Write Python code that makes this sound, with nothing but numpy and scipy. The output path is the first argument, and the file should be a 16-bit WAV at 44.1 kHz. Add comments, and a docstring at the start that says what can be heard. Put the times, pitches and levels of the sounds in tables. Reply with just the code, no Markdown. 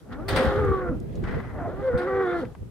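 """A bull bellows twice in an open pasture. Each call slides up, breaks into a high squeal and sinks:
the vocal folds and a second, higher vibration sound together, wrapped in hoarse breath. A weak groan
leads into the second call and a reedy whistle ends it. Snorts burst from the nostrils during and
between the calls. Wind buffets the microphone; dry grass ticks underfoot over a faint field hiss."""
import sys
import numpy as np
from scipy import signal
from scipy.io import wavfile
from scipy.ndimage import uniform_filter1d

SR = 44100
rng = np.random.default_rng(int(sys.argv[2]) if len(sys.argv) > 2 else 0)


def unload_audio(sound):
    """Save the sound as a 16-bit wav file, at the path given as the first command line argument."""
    columns = np.transpose(np.atleast_2d(sound))
    # keep every value between -1 and 1, then stretch to whole-number steps
    steps = np.round(np.clip(columns, -1, 1) * 32767)
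    wavfile.write(sys.argv[1], SR, steps.astype(np.int16))


N = 119070
T = np.arange(N) / SR

# vocal folds, per call: t/s, pitch/Hz, level/dB, overtone gain/dB
FOLD_CURVES = [
    [(.06, 215.1, -56, 1), (.13, 238.2, -41, -33), (.2, 314.5, -40.5, 1), (.28, 396.3, -41, -4.5),
     (.31, 399.9, -33, -11.5), (.4, 406, -43.5, 4.5), (.5, 409.1, -34.5, -4), (.55, 400.5, -30.5, -6),
     (.595, 433.4, -26.5, -4.5), (.62, 410.6, -28.5, -3), (.71, 391.8, -23.5, -4), (.76, 378.4, -30, 4),
     (.82, 363, -30, 3), (.88, 338.5, -36.5, 1.5), (.905, 331.6, -32.5, -6.5), (.945, 223, -29.5, -17),
     (.97, 204.1, -49.5, -16)],
    [(1.68, 318.6, -45.5, 10), (1.73, 364.4, -45.5, -1), (1.81, 402.8, -38, 4.5), (1.85, 388, -50.5, 7),
     (1.94, 354.2, -46.5, 8.5), (2.0, 356.7, -32.5, 7.5), (2.055, 361.7, -28, -1.5), (2.09, 394.6, -30, 4),
     (2.11, 384.9, -29.5, 8), (2.16, 384, -24.5, 2.5), (2.225, 382, -23, 4.5), (2.29, 349.6, -27, 2),
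     (2.36, 348.7, -27, 3.5), (2.395, 341.6, -28.5, -0.5), (2.408, 300, -35.5, -7),
     (2.44, 235.2, -34.5, -3.5), (2.47, 210, -58.5, -10)],
]
# second vibration, per call: t/s, pitch/Hz, level/dB
SQUEAL_CURVES = [
    [(.32, 470.5, -43.5), (.35, 524.8, -28.5), (.4, 534.7, -26.5), (.48, 528, -28.5), (.6, 509.3, -30.5),
     (.68, 476.8, -29), (.745, 439.4, -30.5), (.765, 469.3, -62), (.79, 493.5, -34.5), (.84, 505, -33.5),
     (.9, 493.8, -30.5), (.93, 485, -61)],
    [(1.822, 505, -35.5), (1.832, 526.7, -29), (1.89, 514.2, -22.5), (1.925, 473.7, -29),
     (1.955, 497, -21.5), (2.01, 494.8, -34), (2.05, 524.5, -36.5), (2.08, 529.2, -32), (2.13, 498.2, -31),
     (2.23, 471, -28), (2.28, 461, -34), (2.33, 509.5, -33.5), (2.38, 484, -46)],
]
# squeal partials: harmonic number, level/dB
SQUEAL_PARTIALS = [(1, 0), (2, -25), (3, -21.5), (4, -29)]
# fold timbre, per call: jitter/fraction, flutter/dB, mouth resonance width/Hz, tilt/(dB/octave)
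CALL_TIMBRES = [(.016, 1.9, 80, -28), (.009, 1.3, 60, 2)]
def bellow(fold_curve, squeal_curve, timbre):
    """Two coupled vibrations at unrelated pitches beat together; returns voice and fold opening."""
    jitter, flutter_db = timbre[:2]
    squeal_hz, phase, level = vibration(squeal_curve, 1.1 * jitter, .95 * flutter_db)
    fold_hz = in_time(fold_curve)[0]
    beat = np.sin(2 * np.pi * np.cumsum(squeal_hz - fold_hz) / SR)
    push_rad = .13 * beat * np.tanh(level / from_db(-31.5))
    tone, opening = folds(fold_curve, *timbre, push_rad=push_rad)
    squeal = level * sum(from_db(db) * np.sin(k * phase) for k, db in SQUEAL_PARTIALS)
    return tone + squeal * (1 + .07 * opening), opening


# throat response: f/Hz, gain/dB
THROAT_RESPONSE = [(200, 0), (400, -15), (480, 9), (620, -3), (690, -9.5), (750, -18.5), (900, -5),
                   (1040, -25.5), (1140, -14.5), (1400, -11), (1550, -21), (1750, -20.5), (2080, -25.5),
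                   (2300, -38), (2700, -55.5), (3400, -57), (4500, -64.5)]
# mouth resonance, moved by the jaw: t/s, f/Hz, lift/dB
MOUTH_RESONANCE = [(.62, 1205, 8.5), (.81, 1115, 11.5), (.88, 1350, 5), (1.55, 645, 2), (1.76, 645, 5),
                   (1.93, 1380, 10), (2.07, 1150, 2.5), (2.23, 1155, -2.5), (2.29, 1400, 0.5),
                   (2.4, 1380, -2.5)]
SLACK_BELOW_HZ, TILT_FROM_HZ = 340, 1400
def folds(curve, jitter, flutter_db, mouth_width_hz, tilt_db, push_rad=0):
    """Fold harmonics shaped by throat and mouth, rough when slack; returns tone and fold opening."""
    pitch_hz, _, overtone_db = in_time(curve)
    mouth_hz, lift_db = in_time(MOUTH_RESONANCE)
    slack = np.clip(1 - pitch_hz / SLACK_BELOW_HZ, 0, 1)
    _, phase, level = vibration(curve, jitter + .3 * slack, flutter_db)
    phase = phase + push_rad
    tone = np.sin(phase)
    for k in range(2, 14):
        hz = k * pitch_hz
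        mouth_db = lift_db * np.exp(-.5 * ((hz - mouth_hz) / mouth_width_hz) ** 2)
        treble_db = tilt_db * np.log2(np.maximum(hz / TILT_FROM_HZ, 1))
        flicker_db = 1.7 * drift(25)
        gain = from_db(at_hz(THROAT_RESPONSE, hz) + mouth_db + treble_db + overtone_db + flicker_db)
        tone = tone + gain * np.sin(k * phase + rng.uniform(0, 2 * np.pi))
    opening = np.sin(phase) * (T > curve[0][0]) * (T < curve[-1][0])
    return level * tone, opening


WANDER_FRACTION, WANDER_HZ, JITTER_HZ, FLUTTER_HZ, FADE_S = .006, 22, 117, 54.5, .0053
def vibration(curve, jitter, flutter_db):
    """Pitch, phase and amplitude of an unsteady oscillation that fades outside its curve."""
    hz, db = in_time(curve)[:2]
    unsteady_hz = hz * (1 + jitter * drift(JITTER_HZ) + WANDER_FRACTION * drift(WANDER_HZ))
    phase = 2 * np.pi * np.cumsum(unsteady_hz) / SR
    level = np.sqrt(2) * from_db(db + flutter_db * drift(FLUTTER_HZ))
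    outside_s = np.abs(T - np.clip(T, curve[0][0], curve[-1][0]))
    return hz, phase, level * decay(outside_s, FADE_S)


# vocal folds: t/s, pitch/Hz, level/dB, overtone gain/dB
GROAN_CURVE = [(1.53, 301, -61.5, 7), (1.57, 312.5, -52.5, 14), (1.62, 326.5, -45.5, 13.5),
               (1.69, 297.1, -51, 11.5), (1.76, 285.2, -54.5, 6.5), (1.8, 275, -55, 5.5)]
def groan():
    """The folds vibrate weakly and roughly ahead of the second call."""
    return folds(GROAN_CURVE, jitter=.13, flutter_db=2.5, mouth_width_hz=72, tilt_db=-7.5)[0]


# breath: t/s, level/dB, treble gain/dB
RASP_CURVE = [(0, -59, 23), (.08, -61, -31), (.13, -36.5, 6.5), (.17, -45.5, -12), (.27, -46.5, -4),
              (.31, -31.5, 14.5), (.38, -25, 8.5), (.46, -26.5, 7), (.56, -30, 2), (.68, -31.5, -4.5),
              (.78, -37, 0.5), (.88, -35.5, -31), (.95, -58, -17), (1.1, -70.5, 25), (1.5, -50.5, 6),
              (1.55, -45, -17), (1.61, -38, -21), (1.69, -49, 6), (1.77, -44.5, -1.5), (1.88, -41, 4.5),
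              (1.95, -34.5, -14.5), (2.0, -34.5, 2), (2.12, -34, -6), (2.23, -33, -2.5), (2.33, -32, -2.5),
              (2.405, -36.5, 9), (2.46, -52, 8.5), (2.52, -60, 12), (2.7, -102, 0)]
# low breath resonances: t/s, gain/dB
CHEST_CURVE = [(.1, 0.5), (.3, 2), (.42, -0.5), (.7, -8), (.85, -6.5), (1.2, -2), (1.62, 1), (1.86, -5.5),
               (2.05, -1.5), (2.3, -13), (2.5, 8.5)]
# throat resonances: f/Hz, width per stage/Hz, gain/dB
FORMANTS = [(268, 120, 7), (455, 196, 3), (765, 275, 0), (1122, 170, -5), (1351, 330, -1.5),
            (1740, 430, -8), (2230, 120, -17.5), (3274, 1400, -24), (4240, 2900, -39.5), (9230, 8700, -42)]
# breath and snorts: f/Hz, left-right correlation
BULL_CORRELATION = [(200, 0.79), (500, 1), (1200, 0.93), (2200, 0.12), (5000, 0.34), (12000, 0.52)]
CHEST_BELOW_HZ, TREBLE_FROM_HZ = 1000, 2600
def rasp(opening):
    """Breath noise, chopped by the folds, rings the throat."""
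    db, treble_db = in_time(RASP_CURVE)
    chest_db, = in_time(CHEST_CURVE)
    pulsing = 1 + .68 * opening
    plain = shaped = 0
    for hz, width_hz, gain_db in FORMANTS:
        mid, side = rng.standard_normal((2, N)) * pulsing * from_db(gain_db + 2 * drift(21))
        breath = stereo(mid, side, at_hz(BULL_CORRELATION, hz))
        rung = resonance(resonance(breath, hz, width_hz), hz, width_hz)
        shelf_db = treble_db * (hz >= TREBLE_FROM_HZ) + chest_db * (hz < CHEST_BELOW_HZ)
        plain = plain + rung
        shaped = shaped + rung * from_db(shelf_db)
    return from_db(db) * shaped / np.std(plain)


# throat whistle: t/s, f/Hz, level/dB
WHISTLE_CURVE = [(2.16, 3365, -69), (2.26, 3450, -63), (2.3, 3530, -53), (2.34, 3500, -60.5),
                 (2.36, 4120, -59), (2.39, 4350, -62), (2.43, 4340, -70)]
def whistle(opening):
    """The tightening throat whistles; the folds chop the tone into a cluster of lines."""
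    _, phase, level = vibration(WHISTLE_CURVE, jitter=.009, flutter_db=2.5)
    return level * np.sin(phase) * (1 + .7 * opening)


# air blasts: t/s, level/dB, hold/s, base fall/(dB/s) scaled per band, treble tilt/(dB/octave)
SNORTS = [(0.281, -29.5, 0.012, 319.5, 6), (0.36, -25, 0.0088, 182, 3), (1.237, -36, 0.12, 130, -7.5),
          (1.975, -42.5, 0.013, 173, 3.5)]
# blast spectrum: f/Hz, gain/dB
SNORT_SPECTRUM = [(150, 10), (400, 6.5), (900, 1.5), (1400, 4), (2100, -1), (2700, -8), (3400, -9),
                  (4700, -12.5), (6800, -40.5), (8700, -29.5), (10500, -29.5), (12500, -41.5),
                  (16000, -34.5)]
# nostril resonances: f/Hz, width/Hz, gain/dB
NOSTRILS = [(1986, 210, 2.5), (3250, 330, -13), (4640, 220, -13), (8570, 290, 9.5)]
SNORT_ATTACK_S, SNORT_TREBLE_HZ = .002, 1500
def snorts():
    """Sudden blasts of air ring the nostrils, hold and die, the treble first."""
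    blasts = 0
    for hz, band in noise_bands(SNORT_SPECTRUM, BULL_CORRELATION, flicker_db=1.5):
        octaves = np.log2(max(hz / SNORT_TREBLE_HZ, 1))
        envelope = 0
        for start_s, db, hold_s, base_fall, tilt_db in SNORTS:
            attack = np.clip((T - start_s) / SNORT_ATTACK_S, 0, 1)
            fallen_db = base_fall * (.5 + .35 * octaves) * np.clip(T - start_s - hold_s, 0, 1)
            envelope = envelope + attack * from_db(db + tilt_db * octaves - fallen_db)
        blasts = blasts + band * envelope
    ringing = sum(from_db(db) * resonance(blasts, hz, width_hz) for hz, width_hz, db in NOSTRILS)
    return (blasts + ringing) * from_db(1.9 * drift(60) - .5)


# nostril slaps: t/s, level/dB, f/Hz
FLAPS = [(.283, -31, 4460), (0.292, -29, 4400), (.365, -34.5, 5650)]
def flaps():
    """Wet nostrils slap as a snort starts, ringing a narrow resonance of the nose."""
    out = 0
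    for start_s, db, hz in FLAPS:
        age_s = np.maximum(T - start_s, 0)
        out = out + from_db(db) * np.sin(2 * np.pi * hz * age_s) * decay(age_s, tau_s=.003)
    return out


ECHO_DB, ECHO_T60_S, ECHO_TOP_HZ = -12.5, .27, 2500
def echoes(voice):
    """Faint, dull echoes scatter from the ground and a wood pile, different at each ear."""
    out = np.zeros((2, N))
    dull = signal.sosfilt(signal.butter(1, ECHO_TOP_HZ, fs=SR, output="sos"), voice)
    for k, delay_s in enumerate(rng.uniform(.002233, .11, 40)):
        lag = int(delay_s * SR)
        gain = rng.choice([-1, 1]) * from_db(-60 * delay_s / ECHO_T60_S)
        out[k % 2, lag:] += gain * dull[:N - lag]
    return from_db(ECHO_DB) * np.std(voice) * unit_power(out)


# wind rumble: t/s, level/dB
WIND_CURVE = [(0, -50.5), (.08, -45), (.22, -35.5), (.42, -33.5), (.62, -26.5), (.78, -32), (1.12, -32),
              (1.24, -31), (1.36, -29.5), (1.45, -36), (1.8, -33), (1.87, -39), (2.15, -38.5), (2.3, -43),
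              (2.47, -37), (2.56, -46), (2.62, -38.5), (2.7, -46)]
# single buffets: t/s, width/s, level/dB
BUFFETS = [(0.269, 0.014, -37), (0.334, 0.018, -24), (0.478, 0.015, -20), (0.703, 0.019, -23.5),
           (0.905, 0.013, -24.5), (1.212, 0.012, -31.5), (1.247, 0.007, -24.5), (1.36, 0.014, -26),
           (1.952, 0.013, -21.5), (2.151, 0.02, -37), (2.62, 0.022, -37.5)]
# rumble and buffet spectra: f/Hz, gain/dB
WIND_SPECTRUM = [(20, -17.5), (45, -2), (80, 1), (130, -2.5), (200, -6), (330, -11.5), (500, -12.5),
                 (900, -40), (2000, -40.5), (5000, -63)]
BUFFET_SPECTRUM = [(20, -17.5), (50, -6.5), (85, 7.5), (130, -5.5), (220, -12), (500, -44.5), (2000, -79.5)]
# wind and hiss: f/Hz, left-right correlation
WIND_CORRELATION = [(30, .1), (100, 0.39), (300, 0.12), (2000, 0.1), (12000, 0.063)]
def wind():
    """Wind on the microphone: lumpy rumble with a few stronger buffets."""
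    db, = in_time(WIND_CURVE)
    rumble = from_db(db + 1.5 * drift(30)) * noise(WIND_SPECTRUM, WIND_CORRELATION, flicker_db=3.5)
    buffets = sum(from_db(peak_db) * np.exp(-.5 * ((T - peak_s) / width_s) ** 2)
                  for peak_s, width_s, peak_db in BUFFETS)
    turbulence = noise(BUFFET_SPECTRUM, WIND_CORRELATION, flicker_db=3.1)
    running_rms = np.sqrt(uniform_filter1d(np.mean(turbulence ** 2, axis=0), size=1000) + .01)
    return rumble + buffets * turbulence / running_rms


# grass crackles: t/s, level/dB, f/Hz, decay/s
GRASS_TICKS = [(0.115, -70, 2170, .016), (.648, -58.5, 8960, 0.008), (1.001, -53.5, 7600, 0.0033),
               (1.154, -54.5, 5500, 0.0094), (1.239, -38.5, 1780, 0.006), (2.452, -41.5, 1402, 0.0059),
               (2.55, -42, 1130, 0.0048)]
def grass_ticks():
    """Dry grass crackles underfoot, each tick a noise burst in its own broad band."""
    out = 0
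    for start_s, db, hz, tau_s in GRASS_TICKS:
        burst = rng.standard_normal((3, N)) * (T > start_s) * decay(T - start_s, tau_s) + 1e-18
        band = bandpass(burst, hz / 2, min(hz * 1.33, .45 * SR))
        bandwidth_gain = np.sqrt(.5 * SR / hz)
        out = out + from_db(db) * bandwidth_gain * (band[0] + .5 * band[1:])
    return out


# hiss spectrum: f/Hz, gain/dB
HISS_SPECTRUM = [(100, 17), (500, -5.5), (1000, 7), (2000, -5.5), (4000, -6.5), (7000, -9.5),
                 (12000, -10.5), (15000, -25.5)]
def field_hiss():
    """Faint, steady air all round."""
    return from_db(-60) * noise(HISS_SPECTRUM, WIND_CORRELATION, flicker_db=.8)


def from_db(db):
    """Decibels to gain."""
    return 10 ** (np.asarray(db) / 20)


def unit_power(x):
    """Scale to RMS 1."""
    return x / np.sqrt(np.mean(x ** 2) + 1e-20)


def decay(age_s, tau_s):
    """Exponential fall from 1."""
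    return np.exp(-np.clip(age_s / tau_s, 0, 20))


def in_time(curve):
    """Columns of a curve, interpolated to every sample."""
    times, *columns = np.transpose(curve)
    return [np.interp(T, times, column) for column in columns]


def at_hz(spectrum, hz):
    """Read a spectrum on a log-frequency axis."""
    freqs, values = np.transpose(spectrum)
    return np.interp(np.log(hz), np.log(freqs), values)


def drift(rate_hz):
    """Smooth random motion, RMS 1."""
    step, warmup = 20, 2000
    pole = np.exp(-2 * np.pi * rate_hz * step / SR)
    white = rng.standard_normal(N // step + warmup + 2)
    slow = signal.lfilter([1], [1, -2 * pole, pole * pole], white)[warmup:]
    return np.interp(np.arange(N) / step, np.arange(len(slow)), unit_power(slow))


def resonance(x, hz, width_hz):
    """Two-pole resonator, peak gain 1."""
    r = np.exp(-np.pi * width_hz / SR)
    feedback = [1, -2 * r * np.cos(2 * np.pi * hz / SR), r * r]
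    return signal.lfilter((1 - r * r) / 2 * np.array([1, 0, -1]), feedback, x)


def bandpass(x, low_hz, high_hz):
    """Band filter, 12 dB/octave skirts."""
    return signal.sosfilt(signal.butter(2, [low_hz, high_hz], "band", fs=SR, output="sos"), x)


def stereo(mid, side, correlation):
    """Mix two independent noises into a correlated left-right pair."""
    return np.sqrt(1 + correlation) * mid + np.sqrt(1 - correlation) * side * [[1], [-1]]


def noise_bands(spectrum, correlation, flicker_db):
    """Flickering third-octave stereo noise as (f/Hz, band); the sum has unit power."""
    edges_hz = 20 * 2 ** (np.arange(30) / 3)
    white = rng.standard_normal((2, 2, N))
    bands = []
    for k, (low_hz, high_hz) in enumerate(zip(edges_hz, edges_hz[1:])):
        hz = np.sqrt(low_hz * high_hz)
        mid, side = bandpass(white[k % 2], low_hz, high_hz)
        gain = from_db(at_hz(spectrum, hz) + flicker_db * drift(18))
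        bands.append((hz, gain * stereo(mid, side, at_hz(correlation, hz))))
    total_rms = np.std(sum(band for _, band in bands))
    return [(hz, band / total_rms) for hz, band in bands]


def noise(spectrum, correlation, flicker_db):
    """Coloured stereo noise of unit power."""
    return sum(band for _, band in noise_bands(spectrum, correlation, flicker_db))


RIGHT_LAG_S, SNORT_LEFT_DB = .00005, 2
def scene():
    """The bull ahead and a little to the left, wind and field hiss all round."""
    calls = zip(FOLD_CURVES, SQUEAL_CURVES, CALL_TIMBRES)
    voice, opening = sum(np.array(bellow(*call)) for call in calls)
    voice = voice + groan()
    hiss = field_hiss()
    nose = (snorts() + flaps()) * from_db(SNORT_LEFT_DB * np.array([[.5], [-.5]]))
    left, right = voice + rasp(opening) + whistle(opening)
    throat = np.array([left, np.interp(T - RIGHT_LAG_S, T, right)])
    return throat + nose + echoes(voice) + wind() + grass_ticks() + hiss


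CUTOFF_HZ = 15900
def record(dry):
    """Steep low-pass."""
    return signal.sosfilt(signal.ellip(10, .2, 70, CUTOFF_HZ, fs=SR, output="sos"), dry)


dry = scene()
out = record(dry)
unload_audio(out)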